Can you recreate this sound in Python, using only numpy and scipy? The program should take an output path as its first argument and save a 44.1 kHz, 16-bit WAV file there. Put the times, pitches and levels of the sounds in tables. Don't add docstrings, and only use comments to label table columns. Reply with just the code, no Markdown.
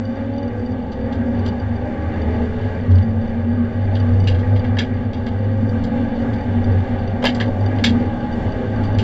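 import sys
import numpy as np
from scipy import signal
from scipy.fft import rfft, irfft, next_fast_len
from scipy.io import wavfile
from scipy.ndimage import uniform_filter1d

SR = 44100
rng = np.random.default_rng(int(sys.argv[2]) if len(sys.argv) > 2 else 0)


def materialize(psi):
    bounded = np.clip(np.atleast_2d(psi).T, -1, 1)
    quanta = np.round(bounded * 32767).astype(np.int16)
    wavfile.write(sys.argv[1], SR, quanta)


def invert_db(x):
    u = np.asarray(x, float) / 20
    return 10 ** u


N = 398223

# time in seconds, four-stroke cycles per second.
ENGINE_SPEED = [(0, 37.5), (.5, 40.55), (1, 44.25), (1.5, 47.8), (2, 51), (2.45, 53.85), (2.6, 52),
                (2.9, 38.5), (2.97, 37.2), (4, 39.75), (5, 42.8), (6, 45.7), (7, 48.7), (8, 51.35),
                (9.03, 54.25)]
# time in seconds, level in dB.
THROTTLE = [(0, -4.5), (1, 2), (2.42, 2), (2.5, -22), (2.86, -4), (2.98, -1), (6, 0), (7.5, 1.5),
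            (9.03, -2)]
ORDER_DB = [-0.5, 6.5, 6, 10, 17, 21, 15.5, 8.5, 11, 5.5, 14.5, 22, 7.5, 11.5, 16, 16, -2, 14.5, 1, 14, 11,
            -6, -1.5, 9, 2, 3, 3, 5, 7.5, 5.5]
MAIN_ORDERS = [5, 6, 7, 12, 14]
# low gear in dB, high gear in dB.
MAIN_ORDER_DB = [(-4.5, -1.5), (-0.5, 0), (-14.5, -12.5), (3, 0.5), (-9.5, -5.5)]
# centre in Hz, width in Hz, level in dB.
MOUNTS = [(227.8, 7, -23), (251.5, 4.5, -27), (272.6, 7.6, -29.5), (307.3, 7.1, -35), (320, 9.4, -39),
          (491, 11, -35), (532, 4.8, -34), (556, 7, -38.5), (602.6, 3, -36), (637.5, 7.3, -39),
          (693.4, 14, -36), (714, 5.7, -45.5)]
# frequency in Hz, level in dB per Hz.
SHELL_SLOPE = [(20, -49), (55, -59.5), (95, -43.5), (150, -59), (200, -49.5), (300, -60.5), (450, -60),
               (600, -64.5), (900, -65), (1300, -72.5), (2000, -74.5), (2500, -84), (4000, -95),
               (7400, -105)]
# centre in Hz, width in Hz, height in dB.
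PANELS = [(238.2, 7.8, 16.5), (266.6, 12, 5.5), (319, 5.3, -6.5), (385.8, 11, 7), (442, 17, 4.5),
          (443, 4.7, -9.5), (494.3, 12, 8), (545, 24, 9.5), (626, 9.9, 6), (743, 22, 0), (755, 20, 2.5),
          (830.2, 29.3, 8), (1005, 64, -6.5), (1147, 3.3, 9), (1332, 30, -9.5), (1569, 24, 9),
          (1670, 18, 10.5), (1910, 6.8, 10.5), (2110, 63, 1.5), (2353, 14, 9), (2720, 34, 5),
          (2964, 150, 7), (3540, 190, 9), (4390, 170, 7.5), (7850, 86, 4)]
# time in seconds, road in dB, wind in dB.
LOADS = [(0, -5.5, -15), (1, -4, -1.5), (1.38, 0, -1), (1.53, -3, -2.5), (2.46, 0, 4.5), (3.24, -3.5, 3),
         (3.45, -3.5, -1), (4.17, 0, 7), (4.65, -1.5, 2.5), (5.15, -4, 1.5), (6.26, 0, 3), (6.71, 0, 7.5),
         (7.19, 0, 4), (7.57, 1, 6), (7.92, 1.5, 8), (8.1, 0.5, 5), (8.8, 2.5, 8), (9.03, 2, 10)]
# time in seconds, change in dB.
JOLTS = [
    (1.301, 4),
    (2.35, 4),
    (2.72, -3),
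    (2.98, 3),
    (6.9, 2),
    (6.2, 1.5),
    (7.299, 4.5),
    (7.881, 7.5),
    (8.8, 2),
]
# low edge in Hz, high edge in Hz, level in dB,
# then the shares of road, wind and jolts from 0 to 1.
REGIONS = [(9.8, 75, 1, .01, 0.83, .01), (79, 190, -0.03, .01, 0.59, .01),
           (195.7, 300, 0.12, 0.49, .01, .99), (296, 1050, -0.25, 0.93, .01, 0.17),
           (1058, 2600, 0.26, 0.58, .01, 0.18), (2630, 8000, 0.07, 0.78, .01, .1)]
# start in seconds, length in
# seconds, level in dB, pitch in Hz.
FLOOR_SWELLS = [(.64, 0.18, -28, 101), (0.976, 0.17, -28, 98.5), (1.15, 0.12, -24.5, 96),
                (1.29, 0.28, -20.5, 95.3), (1.594, .25, -24, 97.9), (1.869, 0.64, -26, 83.2),
                (2.502, 0.48, -24.5, 98.9), (2.877, 0.16, -6.5, 93.08), (3.057, 0.095, -18, 97.48),
                (3.141, 0.096, -15.5, 95), (3.281, 0.45, -19.5, 94), (3.724, 0.46, -15, 96.3),
                (4.056, 0.42, -12.5, 95.6), (4.452, .16, -12, 99.8), (4.599, 0.29, -17, 97.3),
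                (4.874, .17, -18, 96), (5.031, 0.1, -16.5, 98.2), (5.135, 0.86, -19, 99.8),
                (5.954, .14, -26.5, 96.7), (6.218, 0.17, -23, 104), (6.461, 0.26, -18, 96.8),
                (6.679, 0.18, -16, 91.5), (6.916, .2, -22, 93), (7.074, 0.12, -22, 94),
                (7.36, .15, -20.5, 100), (7.494, 0.38, -17, 99.1), (7.863, 0.13, -18, 93.4),
                (8.046, 0.17, -25.5, 97.6), (8.421, 0.23, -25, 95.6), (8.633, 0.63, -16.5, 103.5)]
# time in seconds, pitch in Hz, level in dB.
SHAFT = [(0, 56.3, -42), (.6, 61.9, -39), (1.4, 70.6, -30), (2.45, 80.8, -29), (3, 82, -40),
         (9.03, 119, -45)]
# time in seconds, pitch in Hz, level in dB.
RIVAL = [(0, 262.5, -40), (.4, 279.6, -32), (.46, 282.5, -35), (.56, 288, -65), (9.03, 297, -120)]
# time in seconds, peak in dB.
TICKS = [(0.049, -39.5), (0.378, -39.5), (0.426, -41.5), (0.475, -43), (0.926, -46), (1.483, -34),
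         (2.214, -40), (2.951, -40.5), (3.023, -44.5), (3.948, -39), (3.997, -36.5), (4.198, -39),
         (4.238, -39.5), (4.275, -37), (4.294, -38.5), (4.591, -39), (4.836, -52), (5.261, -43.5),
         (5.689, -41.5), (6.639, -39.5), (7.073, -40), (7.345, -46), (7.475, -47.5), (7.605, -42.5),
         (7.658, -36.5), (7.758, -43.5), (8.323, -41), (8.518, -39), (8.847, -45), (8.945, -40.5)]
# frequency in Hz, level in dB, 60 dB decay time in seconds.
FITTING_MODES = [(4649, -0.5, 0.041), (4700, -1.5, 0.018), (5600, -10.5, 0.0059), (5964, -6, 0.008),
                 (2950, -6.5, 0.075), (3575, -6, 0.033)]
# time in seconds, peak in dB, loudest pitch in Hz, brightness in dB per octave.
CLACKS = [(0.3606, -42.5, 1970, 1), (0.9189, -35.5, 1670, 5.5), (1.123, -31.5, 1614, 1.5),
          (1.4584, -26, 1570, 5), (2.9087, -34.5, 1644, 5), (2.977, -32, 1980, 4), (3.9515, -25, 2130, -3),
          (4.2712, -15, 2790, 2), (4.342, -29, 1560, -3), (4.386, -35, 1634, 3.5),
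          (4.5605, -27.5, 1670, -2), (4.6416, -24.5, 1670, -6), (4.7668, -18.5, 1860, -7.5),
          (4.785, -10, 3880, 0.5), (4.8016, -16, 2430, -6), (5.1318, -29.5, 3600, -0.5),
          (5.264, -26, 1586, -3), (5.8358, -30, 1670, 7), (6.33, -33, 1750, 0.5), (7.2215, -18, 1645, -9),
          (7.239, -5, 1635, -7.5), (7.2523, -5, 2996, 0), (7.3464, -25.5, 2030, 10),
          (7.3996, -10.5, 1850, -4), (7.4134, -32, 1670, 7), (7.7835, -25.5, 1704, -4),
          (7.8386, -3, 3420, 1.5), (7.8574, -17.5, 2800, 3.5), (8.835, -34, 1587, 6),
          (8.985, -18, 2855, 4.5)]
# frequency in Hz, width in Hz, level in dB.
BODY_MODES = [(603, 220, -1.5), (980, 340, -1), (1130, 94, -5.5), (1670, 68, 6.5), (1980, 67, 0),
              (2180, 59, 4), (2787, 180, 4), (3246, 140, 6.5), (3600, 87, 2.5), (3980, 450, 2.5),
              (4690, 340, 3), (6170, 300, -10.5), (6500, 650, -23.5), (7300, 310, -13)]
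# time in seconds, pitch in Hz, level in dB.
GEAR_WHINE = [(2.05, 420, -64.5), (2.2, 432, -33), (2.75, 437, -34), (2.9, 425, -56)]

SHIFT_S = 2.7
JOLT_S = 0.13
SWELL_POINT, SWELL_LEAN = 0.82, 0.88
PANEL_REST_DB = -28
LIGHT_TICKS_PER_S, LIGHT_TICK_DB = 14, -50
CONTACT_S = 0.007
CLACK_T60_S = 0.14
BANDWIDTH_HZ, CLIP_LEVEL = 7740, 0.52


def in_time(rows):
    s, *columns = np.transpose(rows)
    return [np.interp(np.arange(N) / SR, s, c) for c in columns]


def rms_one(x):
    return x / np.sqrt(np.mean(x ** 2) + 1e-20)


def drift(rate_hz):
    r = np.exp(-80 * np.pi * rate_hz / SR)
    noise = rng.standard_normal(N // 40 + 2002)
    slow = signal.lfilter([1], [1, -2 * r, r * r], noise)[2000:]
    return np.interp(np.arange(N) / 40, np.arange(len(slow)), rms_one(slow - slow.mean()))


def tone(hz, db, step=1):
    turns = step * np.cumsum(hz) / SR + rng.random()
    return np.sqrt(2) * invert_db(db) * np.sin(2 * np.pi * turns)


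def resonance(x, hz, width_hz):
    r = np.exp(-np.pi * width_hz / SR)
    top = np.array([1, 0, -1]) * (1 - r * r) / 2
    return signal.lfilter(top, [1, -2 * r * np.cos(2 * np.pi * hz / SR), r * r], x)


def shell_db(hz):
    corner_hz, corner_db = np.transpose(SHELL_SLOPE)
    slope = np.interp(np.log(hz + 1), np.log(corner_hz), corner_db)
    return slope + sum(db * np.exp(-.5 * ((hz - centre) / width) ** 2) for centre, width, db in PANELS)


def mount_db(hz):
    power = sum(invert_db(db) ** 2 / (1 + ((hz - centre) / width) ** 4) for centre, width, db in MOUNTS)
    return 10 * np.log10(power)


def engine():
    step = 8
    cycle_hz, throttle_db = in_time(ENGINE_SPEED)[0][::step], in_time(THROTTLE)[0][::step]
    low_gear = np.arange(0, N, step) < SHIFT_S * SR
    main_db = dict(zip(MAIN_ORDERS, MAIN_ORDER_DB))
    order_db = ORDER_DB + [db - 7.5 for db in ORDER_DB[-6:]] * 2
    out = 0
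    for k, db in enumerate(order_db, start=1):
        waver = drift(1.9)[::step]
        if k in main_db:
            gear_db = np.where(low_gear, *main_db[k])
            level_db = gear_db + mount_db(k * cycle_hz) + np.minimum(throttle_db, 0) + 0.62 * waver
        else:
            level_db = db + throttle_db + shell_db(k * cycle_hz) - 1.0 + 2.5 * waver
        out = out + tone(k * cycle_hz, level_db, step)
    return signal.resample_poly(out, step, 1)[:N]


def road():
    road_db, wind_db = in_time(LOADS)
    t = np.arange(N) / SR
    jolt_db = sum(db * np.exp(-.5 * ((t - s) / JOLT_S) ** 2) for s, db in JOLTS)
    size = next_fast_len(N)
    hz = np.fft.rfftfreq(size, 1 / SR)
    coloured = rfft(rng.standard_normal(size)) * invert_db(shell_db(hz)) * np.sqrt(SR / 2)
    out, together = np.zeros(N), drift(3.9)
    for low, high, db, of_road, of_wind, of_jolts in REGIONS:
        load_db = db + of_road * road_db + of_wind * wind_db + of_jolts * jolt_db
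        edges = np.geomspace(low, high, 3)
        for a, b in zip(edges, edges[1:]):
            patch = irfft(coloured * ((hz >= a) & (hz < b)), size)[:N]
            out += patch * invert_db(load_db + .6 * together + 1.2 * drift(4.4))
    return out


def floor_boom():
    t = np.arange(N) / SR
    start, _, _, hz = np.transpose(FLOOR_SWELLS)
    swells = np.zeros(N)
    for s, length, db, _ in FLOOR_SWELLS:
        progress = np.clip((t - s) / length, 0, 1)
        swells += invert_db(db) * np.sin(np.pi * progress ** SWELL_LEAN) ** SWELL_POINT
    resting = invert_db(PANEL_REST_DB + 2.9 * drift(6.2)) * np.clip((start[0] - t) * 20, 0, 1)
    latest = np.maximum(np.searchsorted(start, t) - 1, 0)
    pitch_hz = uniform_filter1d(hz[latest], size=900)
    return (swells + resting) * tone(pitch_hz + 2.5 * drift(9.1), 0.27 * drift(1.6))


def propeller_shaft():
    return tone(*in_time(SHAFT))


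def rival():
    hz, db = in_time(RIVAL)
    return tone(hz, db + 3) + tone(2 * hz, np.minimum(db + 1.0, -34) + 1)


def fitting():
    at_s, tick_db = np.transpose(TICKS)
    at = (at_s * SR).astype(int)
    strengths_db = rng.normal(0, 1.5, (len(at), len(FITTING_MODES)))
    chatter = (rng.random(N) < 70 / SR) * invert_db(-60 + 3.5 * rng.standard_normal(N))
    light_rate = LIGHT_TICKS_PER_S * .7 * invert_db(7 * drift(4))
    chatter += (rng.random(N) < light_rate / SR) * invert_db(LIGHT_TICK_DB + 2.7 * rng.standard_normal(N))
    touch = np.hanning(int(CONTACT_S * SR))
    touch_t = np.arange(len(touch)) / SR
    out = np.zeros(N)
    for k, (hz, mode_db, t60) in enumerate(FITTING_MODES):
        clicks = chatter.copy()
        clicks[at] = invert_db(tick_db + strengths_db[:, k])
        scrape = 2 * touch / touch.sum() * np.cos(2 * np.pi * hz * touch_t)
        push = signal.fftconvolve(clicks, scrape)[:N]
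        r, w = invert_db(-60 / (t60 * SR)), 2 * np.pi * hz / SR
        ringing = signal.lfilter([0, np.sin(w)], [1, -2 * r * np.cos(w), r * r], push + 1e-18)
        out += invert_db(mode_db + 3.5) * resonance(ringing, hz, 11 / t60)
    return out


def clacks():
    out, t = np.zeros(N + SR), np.arange(int(.4 * SR)) / SR
    attack = 1 - np.exp(-t / 0.00039)
    decay = invert_db(-60 * np.maximum(t - .004, 0) / CLACK_T60_S)
    cabin_tail = invert_db(-20.0 - 60 * t / 0.22)
    for s, db, hz, bright_db in CLACKS:
        bounces_db = np.repeat(rng.standard_normal(len(t) // 100 + 1), 100)[:len(t)]
        rattle = rng.standard_normal(len(t)) * attack * (decay + cabin_tail) * invert_db(3.0 * bounces_db)
        ring = invert_db(7) * resonance(rattle, hz, 160) / np.sqrt(160)
        for k, (mode_hz, width, mode_db) in enumerate(BODY_MODES):
            width = max(width, 110)
            gain = (-1) ** k * invert_db(mode_db + bright_db * np.log2(mode_hz / 3000))
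            ring += gain * resonance(rattle, mode_hz, width) / np.sqrt(width)
        at = int(s * SR)
        out[at:at + len(t)] += invert_db(db - 12.5) * ring / np.std(ring[:int(.02 * SR)])
    return out[:N]


def gear_whine():
    return tone(*in_time(GEAR_WHINE))


def scene():
    car = engine() + road() + floor_boom() + propeller_shaft() + gear_whine()
    return (car + rival() + fitting() + clacks())[None]


def top_cut(x):
    return signal.sosfilt(signal.butter(12, 15300, fs=SR, output="sos"), x)


def record(dry):
    band = signal.ellip(12, .3, 80, BANDWIDTH_HZ, fs=SR, output="sos")
    narrow = signal.sosfilt(band, dry)
    clipped = narrow / (1 + np.abs(narrow / CLIP_LEVEL) ** 60) ** (1 / 60)
    return top_cut(clipped)


dry = scene()
out = record(dry)
materialize(out)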